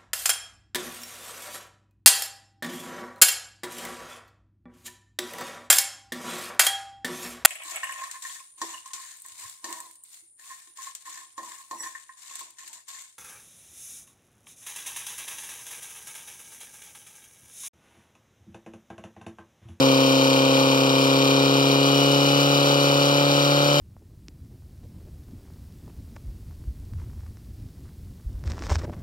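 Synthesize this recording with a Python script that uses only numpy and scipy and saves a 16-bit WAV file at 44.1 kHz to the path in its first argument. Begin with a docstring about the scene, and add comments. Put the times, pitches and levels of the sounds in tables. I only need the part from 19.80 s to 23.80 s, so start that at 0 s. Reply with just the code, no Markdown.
"""Beside a sports field, open air, no echo; a fire pump stands off to the left of a stereo microphone.
From the start its four-cylinder engine runs hard: the exhaust drones on the firing rate and throbs once
per engine cycle, and every firing brings a bark, a tinny clatter and a sharp tick, over a steady hiss.
From about a second in, the engine slowly gains speed, and a thin whine firms up towards the end."""
import sys
import numpy as np
from scipy import signal
from scipy.fft import rfft, irfft
from scipy.io import wavfile
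from scipy.ndimage import uniform_filter1d

SR = 44100
rng = np.random.default_rng(int(sys.argv[2]) if len(sys.argv) > 2 else 0)


def wav_out(sig):
    """Save sig, one row per channel (or a flat mono array), as 16-bit PCM at SR to the path in sys.argv[1]."""
    wavfile.write(sys.argv[1], SR, np.round(np.clip(np.atleast_2d(sig).T, -1, 1) * 32767).astype(np.int16))


N = 176400

# engine speed as firing rate: t/s, f/Hz
SPEED = [(0, 134.68), (0.7, 134.89), (0.85, 135.28), (1.15, 135.2), (1.7, 137.42), (1.9, 137.46),
         (2.1, 138.87), (2.7, 141.16), (3.12, 140.61), (3.4, 142.28), (3.56, 141.93), (4.0, 144.61)]
SLOW_HZ, FAST_HZ = 135, 142


def exhaust(firings):
    """Exhaust pulses drone on the firing rate; unequal cylinders add a throb once per engine cycle."""
    # drone on harmonics 1-4: t/s, then level/dB of each before its trim
    drone_levels = [(0, -27.2, -20.5, -29.7, -23.3), (0.35, -29.6, -22.2, -33.0, -24.8),
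                    (0.75, -28.7, -23.1, -31.9, -24.3), (1.05, -29.0, -23.9, -30.5, -27.5),
                    (1.4, -28.2, -22.9, -29.4, -27.6), (1.8, -26.9, -23.2, -27.3, -30.4),
                    (2.1, -26.8, -23.2, -28.5, -29.1), (2.35, -26.3, -24.3, -28.5, -27.5),
                    (2.6, -26.2, -24.8, -33.2, -28.4), (2.85, -26.6, -26.0, -29.6, -25.9),
                    (3.3, -26.5, -26.3, -32.8, -25.9), (3.6, -26.5, -26.5, -34.9, -25.9),
                    (4.0, -25.5, -29.2, -36.9, -24.6)]
    # trim of harmonics 1-4: gain/dB
    drone_trims = [0.095, 0.51, 0.05, 0.5]
    # weaker exhaust lines: multiple of the firing rate, level/dB when slow, level/dB when fast
    throb_lines = [(1.25, -52.0, -53.0), (1.5, -51.5, -49.5), (1.75, -47.5, -46.5), (2.25, -42.0, -44.0),
                   (2.5, -45.0, -40.5), (2.75, -44.0, -43.0), (3.25, -41.0, -41.0), (3.5, -32.0, -33.0),
                   (3.75, -33.5, -34.5), (4.25, -38.0, -41.5), (4.5, -40.0, -46.5), (4.75, -49.0, -45.5),
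                   (5.0, -35.5, -36.0), (5.25, -47.5, -47.5), (5.5, -44.5, -41.0), (5.75, -47.5, -46.0),
                   (6.0, -42.0, -39.0), (6.25, -48.0, -49.5), (6.5, -46.5, -48.5), (6.75, -42.5, -50.5),
                   (7.0, -38.5, -43.0), (7.25, -45.5, -45.5), (7.5, -44.0, -43.0), (7.75, -47.0, -52.5),
                   (8.0, -37.5, -42.0), (8.25, -44.0, -46.5), (8.5, -41.0, -43.5), (8.75, -46.5, -46.5),
                   (9.0, -42.0, -36.0), (9.25, -45.0, -39.5), (9.5, -43.0, -39.0), (9.75, -41.0, -40.0),
                   (10.0, -43.0, -40.5), (10.25, -45.5, -47.0), (10.5, -51.0, -44.5), (10.75, -47.5, -44.0),
                   (11.0, -42.0, -40.5), (11.25, -39.0, -46.0), (11.5, -53.0, -51.5)]
    beat_at, pipe_lag_rad = 1.62, 3.25  # strongest beat (firings); low lines leave the pipe later
    pipe_order, spread_rad = 3.75, 1.6  # away from this pipe resonance the weak lines fall out of step

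    def line(order, shift=0):
        phase = 2 * np.pi * order * (firings - beat_at) - pipe_lag_rad * np.log(1 + order)
        return np.sqrt(2) * np.cos(phase + shift)

    drone = throb = 0
    for order, trim_db in enumerate(drone_trims, 1):
        drone += line(order) * undb(curve(drone_levels, order) + trim_db + 0.36 * wander(18))
    sped_up = (curve(SPEED) - SLOW_HZ) / (FAST_HZ - SLOW_HZ)
    for order, slow_db, fast_db in throb_lines:
        db = slow_db + (fast_db - slow_db) * sped_up + wander(17)
        shift = spread_rad * (order - pipe_order) * rng.standard_normal()
        throb += line(order, shift) * undb(db)
    return drone + throb


def bark(firings):
    """Each exhaust puff barks in the silencer, over a rush of gas."""
    # silencer resonances: f/Hz, gain/dB
    silencer = [(600, 9), (700, 8.5), (850, 21.5), (1000, 13.5), (1300, 9.5), (1500, 16), (1700, -14),
                (1900, 10)]
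    # colour of the rushing gas: f/Hz, gain/dB
    gas = [(25, -40), (60, -8.5), (120, -4.5), (280, -4), (520, 7.5), (750, -8), (1200, 10.5), (1550, -2),
           (1900, -31)]
    puffs = blows(firings, at=0.55, cylinder_db=[-10.5, 5.5, -5.5, -1], ring_s=0.0015, ring_db=11,
                  grit_db=12, grit_s=0.0067, scatter_db=1.5, jitter_s=20e-6)
    return level(colour(puffs, silencer), -33.5) + level(colour(air(apart=0.24), gas), -33)


def clatter(firings):
    """Engine covers ring twice per firing; the accent shifts between cylinders as speed rises."""
    # accents: t/s, then gain/dB of each cylinder in firing order
    accents = [(0, 0, -6, -4, 0), (1.5, 0, -5, -4, 0), (2.2, -5, 0, -2, -3), (4, -6, 0, -2, -3)]
    # cover resonances: f/Hz, gain/dB
    covers = [(1800, 2.5), (2150, -9.5), (2380, 8.5), (2600, -3.5), (2900, 1.5), (3100, 7), (3300, -31.5),
              (3550, -17.5)]
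    cylinder_db = [curve(accents, k + 1) for k in range(4)]
    alike = dict(cylinder_db=cylinder_db, ring_s=0.003, grit_db=-6, scatter_db=1.2, jitter_s=12e-6)
    first = blows(firings, at=0.4, ring_db=-3, grit_s=0.002, **alike)
    second = blows(firings, at=0.65, ring_db=-1, grit_s=0.004, **alike)
    return level(colour(undb(-4) * first + second, covers), -31)


def ticks(firings):
    """A sharp metallic tick at every firing, and the brief ring that it leaves in the block."""
    # colour of the tick: f/Hz, gain/dB
    tick_colour = [(2500, -12), (3400, -9), (3900, 0), (5300, -1), (5900, -13), (7000, -25), (9000, -32)]
    # engine block resonances: f/Hz, gain/dB
    block = [(2500, -9), (3500, -6.5), (3750, -0.5), (3950, 7.5), (4150, -9.5), (4400, 3.5), (4800, -11.5),
             (5150, -4.5), (5600, -12), (6100, -21.5), (7600, -15)]
    cylinder_db = [0.73, -0.36, -1.3, 0.88]
    tick = blows(firings, cylinder_db, at=0.485, ring_s=0.001, ring_db=-7,
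                 grit_db=-14, grit_s=0.0005, scatter_db=1.7, jitter_s=7e-6)
    ring = blows(firings, cylinder_db, at=0.5, ring_s=0.004, ring_db=12,
                 grit_db=-8, grit_s=0.005, scatter_db=0.8, jitter_s=5e-6)
    return level(colour(tick, tick_colour), -33.5) + level(colour(ring, block), -29.3)


def hiss(firings):
    """The pump's hiss swells a little with each firing and each engine cycle, and grows with speed."""
    # colour of the hiss: f/Hz, gain/dB
    hiss_colour = [(1500, -7), (2500, 6.5), (5200, 7.5), (6500, 3.5), (7600, -7), (11000, -5),
                   (15500, -8.5)]
    speed = curve(SPEED)
    firing_db = 1.55 * np.cos(2 * np.pi * (firings - 0.62))
    cycle_db = 1.25 * np.cos(np.pi / 2 * (firings - 0.1))
    swell_db = firing_db + cycle_db + 0.1 * (speed - speed.mean())
    return level(colour(air() * undb(swell_db + 1.57 * wander(19)), hiss_colour), -29.5)


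def whine(firings, order=21, db_per_hz=0.73):
    """A thin whine locked to the shaft, as from a gear; it firms up as speed rises."""
    speed = curve(SPEED)
    db = -44.5 + db_per_hz * (speed - speed.mean()) + 2 * wander(10)
    return np.sqrt(2) * np.sin(2 * np.pi * order * firings) * undb(db)


def blows(firings, cylinder_db, at, ring_s, ring_db, grit_db, grit_s, scatter_db, jitter_s):
    """A blow `at` firings into each stroke: a click, a ring that differs by cylinder, a burst of grit."""
    # uneven timing of the four cylinders: delay/firings
    late = [-.025, .01, .015, .012]
    t = np.arange(N // 200) / SR
    common_ring = rng.standard_normal(len(t))
    crank = firings + 0.0085 * (curve(SPEED) - SLOW_HZ)  # the blows come earlier at speed
    cycles = np.arange(N // 1000)
    knocks = all_hits = 0
    for k in range(4):
        jitter, scatter = rng.standard_normal((len(cycles), 2)).T
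        tail = (common_ring + 0.45 * rng.standard_normal(len(t))) * np.exp(-t / ring_s)
        click_and_ring = (t == 0) + undb(ring_db) * tail / np.linalg.norm(tail)
        due = at + k + late[k] + 4 * cycles
        place = np.interp(due, crank, np.arange(N), left=-N, right=2 * N) + jitter_s * SR * jitter
        heard = (place > 0) & (place < N - 2)
        place, size = place[heard], undb(scatter_db * scatter[heard])
        sample, part = place.astype(int), place % 1  # each hit is split between two samples
        hits = np.bincount(sample, size * (1 - part), N) + np.bincount(sample + 1, size * part, N)
        hits *= undb(cylinder_db[k])
        knocks += signal.fftconvolve(hits, click_and_ring)[:N]
        all_hits += hits
    grit_envelope = signal.lfilter([1], [1, -np.exp(-1 / (SR * grit_s))], all_hits)
    return level(knocks, 0) + level(grit_envelope * air(), grit_db)


def microphone(sound):
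    """With the engine to the left, the right port hears it later and, in most bands, weaker."""
    # left minus right: f/Hz, level/dB
    balance = [(60, -1), (135, 1), (270, 1.5), (400, 2.5), (540, -0.2), (800, 1.5), (1200, 1), (1700, -1),
               (2400, 1), (2900, 11.5), (3400, 3.5), (3900, 7), (5000, -1), (8000, -0.5), (15000, 1)]
    # right port behind the left: f/Hz, delay/s
    port_lag = [(135, .00037), (270, .00027), (540, .00024), (800, .00022), (1700, .000295), (3100, .00036),
                (3500, .000428), (4200, .000428), (5500, .000392)]
    f = np.arange(N // 2 + 1) * SR / N

    def across(table):
        hz, value = np.array(table, float).T
        return np.interp(np.log(f + 1), np.log(hz), value)

    lean = undb(across(balance) / 2)
    delay = np.exp(-2j * np.pi * f * across(port_lag))
    return irfft(rfft(sound) * np.array([lean, delay / lean]), N)


def air(apart=0.45):
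    """White noise common to both microphone ports, plus an unrelated part of gain `apart` at each."""
    return rng.standard_normal(N) + apart * rng.standard_normal((2, N))


def colour(x, points, size=4096):
    """Causal filter with the given (f/Hz, gain/dB) outline, falling steeply outside it."""
    hz, db = np.array(points, float).T
    octave = np.log2(np.maximum(np.arange(size // 2 + 1) * SR / size, 5))
    outside = np.maximum(np.log2(hz[0]) - octave, 0) + np.maximum(octave - np.log2(hz[-1]), 0)
    gain_db = np.maximum(np.interp(octave, np.log2(hz), db) - 70 * outside, -70)
    cepstrum = irfft(np.log(undb(gain_db)))
    cepstrum[1:size // 2] *= 2  # fold to minimum phase
    cepstrum[size // 2 + 1:] = 0
    impulse = irfft(np.exp(rfft(cepstrum)))
    return signal.fftconvolve(x, impulse[None], axes=1)[:, :N]


def wander(rate_hz):
    """Smooth random drift of roughly unit size."""
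    hold = int(SR / rate_hz)
    steps = np.repeat(rng.standard_normal(N // hold + 1), hold)
    return 0.95 * uniform_filter1d(uniform_filter1d(steps, hold), hold)[:N]


def curve(table, column=1):
    """One column of a table, joined by straight lines in time."""
    rows = np.array(table, float)
    return np.interp(np.arange(N) / SR, rows[:, 0], rows[:, column])


def level(x, db):
    """Set the rms level."""
    return x * undb(db) / np.sqrt(np.mean(x ** 2))


def undb(db):
    """Decibels to gain."""
    return 10 ** (np.asarray(db) / 20)


def scene():
    """All layers follow one crankshaft and reach the microphone from the same side."""
    firings = np.cumsum(curve(SPEED)) / SR
    engine = exhaust(firings) + bark(firings) + clatter(firings) + ticks(firings)
    return microphone(engine + whine(firings) + hiss(firings))


def record(dry, top_hz=15800):
    """The recorder cuts the highest treble steeply."""
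    return signal.sosfilt(signal.ellip(8, 0.2, 70, top_hz, fs=SR, output="sos"), dry)


dry = scene()
out = record(dry)
wav_out(out)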